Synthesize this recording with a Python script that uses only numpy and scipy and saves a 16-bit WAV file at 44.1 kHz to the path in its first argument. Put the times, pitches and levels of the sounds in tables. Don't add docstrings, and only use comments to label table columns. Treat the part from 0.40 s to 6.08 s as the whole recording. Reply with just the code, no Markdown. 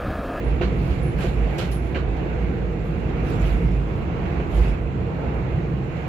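import sys
import numpy as np
from scipy import signal
from scipy.fft import rfft, irfft, next_fast_len
from scipy.io import wavfile
from scipy.ndimage import uniform_filter1d

SR = 44100
rng = np.random.default_rng(int(sys.argv[2]) if len(sys.argv) > 2 else 0)


def master_out(mix):
    frames = np.transpose(np.atleast_2d(mix))
    ceiling = np.clip(frames, -1, 1)
    pcm = np.round(ceiling * 32767).astype(np.int16)
    wavfile.write(sys.argv[1], SR, pcm)


N = 250488

# time in seconds, roar off the tunnel wall in dB,
# drone of the rail in dB, rumble through the floor in dB.
ROLLING_LEVELS = [(0, -44, -39.5, -27.5), (.4, -43, -44.5, -26.5), (.53, -44, -39.5, -29),
                  (.7, -44.5, -43, -27), (.84, -43.5, -35.5, -29), (.95, -43.5, -42.5, -26),
                  (1.15, -41, -35.5, -27), (1.33, -45.5, -42, -30), (1.65, -44.5, -42, -27.5),
                  (1.9, -42.5, -39, -27), (2.1, -44, -46, -26), (2.42, -46.5, -46, -28.5),
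                  (2.92, -41.5, -39.5, -25), (3.09, -40, -37.5, -28), (3.22, -43, -41.5, -27),
                  (3.4, -46, -43.5, -29.5), (3.72, -44, -40, -28), (3.89, -41.5, -37.5, -28),
                  (4.1, -45, -38.5, -28), (4.24, -40, -37.5, -26), (4.45, -47.5, -45, -29.5),
                  (4.75, -44.5, -40.5, -28), (4.88, -43, -36.5, -27), (5.02, -45, -42, -29),
                  (5.13, -44, -36.5, -28.5), (5.35, -46.5, -45, -28.5), (5.68, -42.5, -39.5, -30)]
# frequency in Hz, strength in dB per Hz.
ROAR_COLOUR = [(900, -21.5), (1300, -4), (1600, -1.5), (1800, -4), (2200, -1.5), (2800, -6), (3000, -13),
               (3900, -18.5), (4200, -19), (5000, -26), (7500, -29), (8600, -54), (11300, -36.5),
               (14700, -40.5)]
DRONE_COLOUR = [(450, -30), (560, -5), (700, -5), (820, -7), (1000, -13.5), (1400, -33)]
RUMBLE_COLOUR = [(25, -31), (38, -18.5), (48, -11), (65, 1), (85, -5), (105, -15.5), (180, -21.5),
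                 (205, -13), (225, -10), (240, -12), (300, -13), (340, -9), (400, -14.5), (470, -11),
                 (575, -24), (700, -21.5), (900, -29.5), (1200, -48.5)]


def rolling():
    roar_db, drone_db, rumble_db = curves(ROLLING_LEVELS)
    roar = gain_of(roar_db) * noise(ROAR_COLOUR, patchy_db=1.0)
    drone = gain_of(drone_db) * noise(DRONE_COLOUR, patchy_db=1.0)
    rumble = gain_of(rumble_db) * noise(RUMBLE_COLOUR, patchy_db=0.2, size=4096)
    return roar + drone + rumble


# time in seconds, level in dB.
HOWL_LEVELS = [(0.0, -45.5), (0.7, -46), (1.03, -46.5), (1.34, -49), (1.93, -46), (2.29, -49),
               (2.53, -46.5), (2.94, -41), (3.32, -51), (3.51, -44.5), (3.83, -42.5), (4.06, -41.5),
               (4.4, -46.5), (4.98, -44), (5.31, -48.5), (5.68, -45)]
# frequency in Hz, strength in dB per Hz.
HOWL_COLOUR = [(750, -24.5), (900, -3.5), (1100, -3.5), (1400, -7.5), (1900, -29.5)]


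def howl():
    return gain_of(curves(HOWL_LEVELS)[0]) * noise(HOWL_COLOUR, patchy_db=1.0)


# time in seconds, level in dB.
THRUM_LEVELS = [(0, -29), (.2, -26.5), (.71, -25.5), (.87, -24), (.97, -30), (1.15, -27), (1.75, -30),
                (1.9, -29), (2.85, -28), (3.03, -23), (3.14, -28.5), (3.25, -23), (3.5, -30.5),
                (3.85, -26.5), (4.1, -30), (4.24, -27.5), (4.6, -28.5), (4.9, -26), (5.06, -27), (5.3, -27),
                (5.68, -31)]
# frequency in Hz, strength in dB per Hz.
THRUM_COLOUR = [(85, -10), (105, -4.5), (115, -4.5), (125, 0), (143, -3.5), (160, -1.5), (185, -4),
                (210, -16.5)]


def thrum():
    return gain_of(curves(THRUM_LEVELS)[0]) * noise(THRUM_COLOUR, patchy_db=-0.25, size=4096)


# start in seconds, length in seconds, level in dB, pitch in Hz.
SHELL_JOLTS = [(0.043, 0.13, -20, 54), (0.215, 0.092, -20, 59.2), (0.291, 0.059, -23, 55.7),
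               (0.37, 0.092, -23, 56.3), (0.477, 0.07, -19, 58.6), (0.601, 0.063, -23, 57.4),
               (0.715, 0.12, -24.5, 54.5), (.84, .1, -23, 52.8), (0.92, .21, -19.5, 52.6),
               (1.208, 0.32, -23.5, 57.3), (1.543, 0.11, -23.5, 62.5), (1.639, 0.14, -21, 51.4),
               (1.97, 0.11, -22, 58.2), (2.098, .1, -32.5, 63), (2.779, 0.11, -23.5, 56),
               (2.99, .12, -18.5, 51.8), (3.08, .13, -17.5, 50.6), (3.204, 0.1, -19, 53.3),
               (3.273, 0.18, -19, 52.9), (3.42, .1, -24, 54.3), (3.799, 0.27, -29.5, 58.2),
               (4.113, 0.16, -15, 52.8), (4.238, 0.12, -18.5, 50.7), (4.368, 0.13, -26, 53.5),
               (4.92, 0.13, -23, 55.3)]
# time in seconds, level in dB.
MURMUR_LEVELS = [(0, -29.5), (1.2, -34), (2.3, -28), (2.9, -30.5), (3.7, -33), (4.7, -44.5), (5.3, -33),
                 (5.68, -41.5)]
JOLT_RISE, JOLT_FALL = 0.37, 0.36
JOLT_ROUGH_DB = 0.9
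MURMUR_HZ, MURMUR_WIDTH_HZ = 53.5, 7.62


def boom():
    swells = np.array([swell(s, length, JOLT_RISE, JOLT_FALL) for s, length, db, hz in SHELL_JOLTS])
    _, _, db, hz = np.transpose(SHELL_JOLTS)
    power = (gain_of(db)[:, None] * swells) ** 2
    level = np.sqrt(power.sum(axis=0))
    pitch = (hz @ power + MURMUR_HZ * 1e-9) / (level ** 2 + 1e-9)
    jolts = level * np.sqrt(2) * np.sin(2 * np.pi * np.cumsum(pitch) / SR)
    jolts = jolts * uneven(JOLT_ROUGH_DB, size=2000)
    murmur = gain_of(curves(MURMUR_LEVELS)[0]) * wavering(MURMUR_HZ, MURMUR_WIDTH_HZ)[0]
    return jolts + (1 - swells.max(axis=0)) * murmur


# start in seconds, ring of the floor in dB, ring of the wheel in dB,
# clack in dB, bite in dB, rattle of loose trim in dB,
# time in seconds for clack, bite and rattle to fade by 60 dB.
JOINT_KNOCKS = [(0.033, -36, -50, -53, -57, -75, .2), (0.2118, -18, -17.5, -28, -38.5, -76, 0.21),
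                (0.2314, -25, -31, -41, -43, -79, 0.25), (.476, -45, -50, -48, -52, -67, .17),
                (0.506, -57, -48, -38, -47, -58, 0.22), (0.786, -32.5, -26, -35, -52, -74, 0.2),
                (.805, -36, -32, -37, -44, -56, 0.33), (.818, -48, -30, -34, -47, -58, .15),
                (0.831, -45, -30, -38, -46, -54, 0.27), (0.842, -22, -32, -41, -48, -62, .2),
                (0.864, -33, -33, -47, -54, -68, .15), (1.181, -26.5, -27, -34, -36.5, -42.5, 0.34),
                (1.186, -40, -28.5, -40, -36, -58, 0.15), (1.198, -32, -33, -36, -50, -68, 0.47),
                (1.219, -29, -37, -45, -46, -60, 0.22), (1.24, -48, -41, -46, -48, -62, .2),
                (1.315, -47, -50, -55, -56, -50.5, 0.31), (1.318, -52, -48, -52, -42, -55, 0.15),
                (1.5455, -34, -21.5, -27.5, -42, -70, 0.18), (1.554, -26, -21, -33, -42, -69, 0.17),
                (1.569, -30, -33, -39, -49, -74, 0.27), (1.765, -37, -38, -47, -48, -63, .1),
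                (2.69, -45, -34, -48, -48, -67, 0.11), (3.758, -48, -39, -50, -59, -75, 0.18),
                (3.855, -44, -40, -39, -52, -79, 0.11), (3.997, -26.5, -53, -34, -63, -77, .15),
                (5.565, -40, -42, -51, -49, -66, .09)]
KNOCK_RISE_S = [
    [0.0082],
    [0.0069],
    [0.0015],
]
# frequency in Hz, strength in dB per Hz.
CLACK_COLOUR = [(700, -17), (1000, 2.5), (1450, 4), (1900, -2), (2500, -3), (3000, -3.5), (3400, -20)]
BITE_COLOUR = [(2400, -16), (3000, 3.5), (3600, -0.5), (4300, 1), (4900, -10.5), (7500, -15.5), (8300, -47)]
RATTLE_COLOUR = [(3500, -10), (5000, 5), (7500, 0), (9000, -5.5), (12000, -5), (14700, -11)]
# frequency in Hz, strength in dB, time in seconds to fade by 60 dB, rise time in seconds.
FLOOR_MODES = [(366, 0.5, 0.13, 0.002), (414, 5.5, 0.05, 0.0017), (500, 5, 0.053, 0.0031),
               (664, 2.5, 0.036, 0.0022), (1127, -27.5, 0.041, 0.0046)]
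WHEEL_MODES = [(1366, -18.5, 0.058, 0.023), (1576, -5.5, 0.066, 0.0097), (1814, -13.5, 0.057, 0.0097),
               (2100, -11, 0.031, 0.0038), (2446, -8, .045, .004), (2810, -3.5, 0.018, 0.0024),
               (3072, -14, 0.021, 0.0026), (3720, -20, 0.025, .003), (4280, -25, 0.032, 0.0054),
               (4400, -24.5, .03, .003)]
CHATTER_DB = 1.6


def knocks():
    colours = (CLACK_COLOUR, BITE_COLOUR, RATTLE_COLOUR)
    noises = [noise(colour, patchy_db=0.5, size=512) for colour in colours]
    chatter = uneven(CHATTER_DB, size=60)
    t = np.arange(N) / SR
    power, rings = np.zeros((3, N)), np.zeros(N)
    for s, floor_db, wheel_db, clack_db, bite_db, rattle_db, t60 in JOINT_KNOCKS:
        age = np.maximum(t - s, 0)
        shape = (1 - np.exp(-age / KNOCK_RISE_S)) * gain_of(-60 * age / t60)
        snap = 1 + np.array([[.3], [.2], [.8]]) * np.exp(-age / 0.0044)
        power += (gain_of([[clack_db], [bite_db], [rattle_db]]) * shape * snap) ** 2
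        floor_ring = gain_of(floor_db) * ringing(FLOOR_MODES)
        wheel_ring = gain_of(wheel_db) * ringing(WHEEL_MODES)
        add(rings, s, floor_ring + wheel_ring)
    bursts = sum(np.sqrt(p) * part for p, part in zip(power, noises))
    return rings + chatter * bursts


# start in seconds, level in dB.
TRIM_TICKS = [(1.180, -56), (1.313, -47), (2.902, -51)]
# frequency in Hz, strength in dB per Hz.
TICK_COLOUR = [(5000, -22), (8000, -10), (11000, -1), (13000, 0), (14700, -2)]
TICK_T60_S = 0.033


def ticks():
    t = np.arange(N) / SR
    level = sum((t >= s) * gain_of(db - 60 * np.maximum(t - s, 0) / TICK_T60_S) for s, db in TRIM_TICKS)
    return level * noise(TICK_COLOUR, patchy_db=0, size=512)


# start in seconds, length in seconds, level in dB.
SEAL_GUSTS = [(0.01, 0.17, -83), (0.31, 0.48, -54.5), (.76, 0.23, -48), (1.093, 0.27, -57),
              (1.398, 0.22, -59), (2.348, 0.49, -64), (2.814, 0.29, -51), (2.966, 0.29, -49),
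              (3.165, 0.24, -59.5), (4.074, 0.35, -50.5), (4.898, 0.17, -67)]
# time in seconds, level in dB.
LEAK_LEVELS = [(0, -62.5), (1.0, -58.5), (1.7, -70), (2.1, -65.5), (2.7, -66), (3.62, -61), (3.75, -71),
               (4.0, -62), (4.8, -71), (5.68, -65)]
# frequency in Hz, strength in dB per Hz.
RUSH_COLOUR = [(2000, -6), (3000, -1), (4500, -5), (6000, -12), (7500, -9), (8800, -23), (10000, -13),
               (11500, -11), (12800, -20), (14700, -26)]
GUST_RISE, GUST_FALL = 0.25, 0.67
FLUTTER_DB = 1.1


def rush():
    gusts = sum((gain_of(db) * swell(s, length, GUST_RISE, GUST_FALL)) ** 2 for s, length, db in SEAL_GUSTS)
    leak = gain_of(curves(LEAK_LEVELS)[0]) ** 2
    level = np.sqrt(gusts + leak) * uneven(FLUTTER_DB, size=300)
    return level * noise(RUSH_COLOUR, patchy_db=3.0, size=512)


# start in seconds, length in seconds, level in the right port in dB.
FITTING_SQUEAKS = [(.035, 0.065, -63), (0.62, 0.073, -53.5), (1.315, 0.052, -42.5), (1.43, 0.055, -62)]
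SQUEAK_HZ, SQUEAK_WIDTH_HZ = 10395, 9.1
SQUEAK_RISE, SQUEAK_FALL = 0.17, 0.35
SQUEAK_T60_S = 0.22
SQUEAK_LEFT_DB = -4


def squeaks():
    rub = sum(gain_of(db) * swell(s, length, SQUEAK_RISE, SQUEAK_FALL) for s, length, db in FITTING_SQUEAKS)
    keep = gain_of(-60 / (SQUEAK_T60_S * SR))
    tail = signal.lfilter([1 - keep], [1, -keep], rub)
    level = np.maximum(rub, tail)
    return level * wavering(SQUEAK_HZ, SQUEAK_WIDTH_HZ) * gain_of([[SQUEAK_LEFT_DB], [0]])


WHINE_HZ = [4135, 6501, 7499, 13001]
# level in dB, width of the line in Hz.
WHINE_LINES = [(-78, 26), (-79.5, 5.4), (-79.5, 16), (-84, 3.3)]
WHINE_FLICKER_DB = 2


def inverter():
    return sum(gain_of(db) * wavering(hz, width_hz) * uneven(WHINE_FLICKER_DB, size=4000)
               for hz, (db, width_hz) in zip(WHINE_HZ, WHINE_LINES))


def gain_of(db):
    return 10 ** (np.asarray(db) / 20)


def evened(x):
    return x / np.sqrt(np.mean(x ** 2) + 1e-20)


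def read(points, hz):
    f, value = np.transpose(points)
    return np.interp(np.log(hz + 1), np.log(f + 1), value)


def curves(rows):
    s, *columns = np.transpose(rows)
    return [np.interp(np.arange(N) / SR, s, c) for c in columns]


def swell(start, length, rise, fall):
    u = (np.arange(N) / SR - start) / length
    return np.sin(np.pi / 2 * np.clip(np.minimum(u / rise, (1 - u) / fall), 0, 1)) ** 2


def uneven(depth_db, size):
    return gain_of(depth_db * evened(uniform_filter1d(rng.standard_normal(N), size=size)))


# frequency in Hz, likeness from -1 (opposite) to 1 (the same).
PORT_LIKENESS = [(60, 0.83), (120, 0.99), (240, 0.79), (470, 0.7), (920, -0.14), (1830, 0.056),
                 (3620, 0.019), (7170, -0.09), (14200, -0.04)]


def noise(colour, patchy_db, size=1024):
    hz = np.fft.rfftfreq(size, 1 / SR)
    a, b, c, d, patches = rng.standard_normal((4 * N // size + 5, len(hz), 5)).T
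    patches = uniform_filter1d(patches, size=12, axis=0)
    patches = evened(uniform_filter1d(patches, size=12, axis=1))
    same = np.clip(read(PORT_LIKENESS, hz), -1, 1)[:, None]
    left, other = a + 1j * b, c + 1j * d
    right = same * left + np.sqrt(1 - same ** 2) * other
    inside = (hz >= colour[0][0]) & (hz <= colour[-1][0])
    strength = gain_of(read(colour, hz)[:, None] + patchy_db * patches) * inside[:, None]
    spectra = np.array([left, right]) * strength
    return evened(signal.istft(spectra, nperseg=size, noverlap=3 * size // 4)[1][:, :N])


def wavering(hz, width_hz):
    drift = np.sqrt(2 * np.pi * abs(width_hz) / SR) * np.cumsum(rng.standard_normal((2, N)), axis=1)
    phase = 2 * np.pi * np.cumsum(hz * np.ones(N)) / SR
    return np.sqrt(2) * np.sin(phase + uniform_filter1d(drift, size=200))


RING_SPREAD = .03


def ringing(modes):
    age = np.arange(8192) / SR
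    shift = 1 + RING_SPREAD * rng.uniform(-0.95, 1, len(modes))
    return sum((1 - np.exp(-age / rise_s)) * gain_of(db - 60 * age / t60) * np.sin(2 * np.pi * hz * k * age)
               for (hz, db, t60, rise_s), k in zip(modes, shift))


def add(mix, s, sound):
    part = mix[round(s * SR):][:len(sound)]
    part += sound[:len(part)]


def scene():
    wheels = rolling() + howl() + thrum()
    body = boom() + knocks() + ticks()
    return wheels + body + rush() + squeaks() + inverter()


# frequency in Hz, left minus right in dB.
PORT_BALANCE = [(60, -4), (99, -3.5), (160, -0.5), (270, -4), (440, -2.5), (720, -2), (1180, -5),
                (1950, -7.5), (3200, -10), (5260, -1), (8640, 0), (14200, -0.5)]
MIC_LOW_HZ, EDGE_HZ = 38.7, 14600


def record(dry):
    size = next_fast_len(N + 4096)
    hz = np.fft.rfftfreq(size, 1 / SR)
    lean_db = read(PORT_BALANCE, hz) / 2
    bass_cut = 1 / np.sqrt(1 + (MIC_LOW_HZ / (hz + 1)) ** 6)
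    ports = irfft(rfft(dry, size) * gain_of([lean_db, -lean_db]) * bass_cut, size)[:, :N]
    treble_limit = signal.firwin(1023, EDGE_HZ, window=("kaiser", 9), fs=SR)
    return signal.oaconvolve(ports, treble_limit[None], "same")


dry = scene()
out = record(dry)
master_out(out)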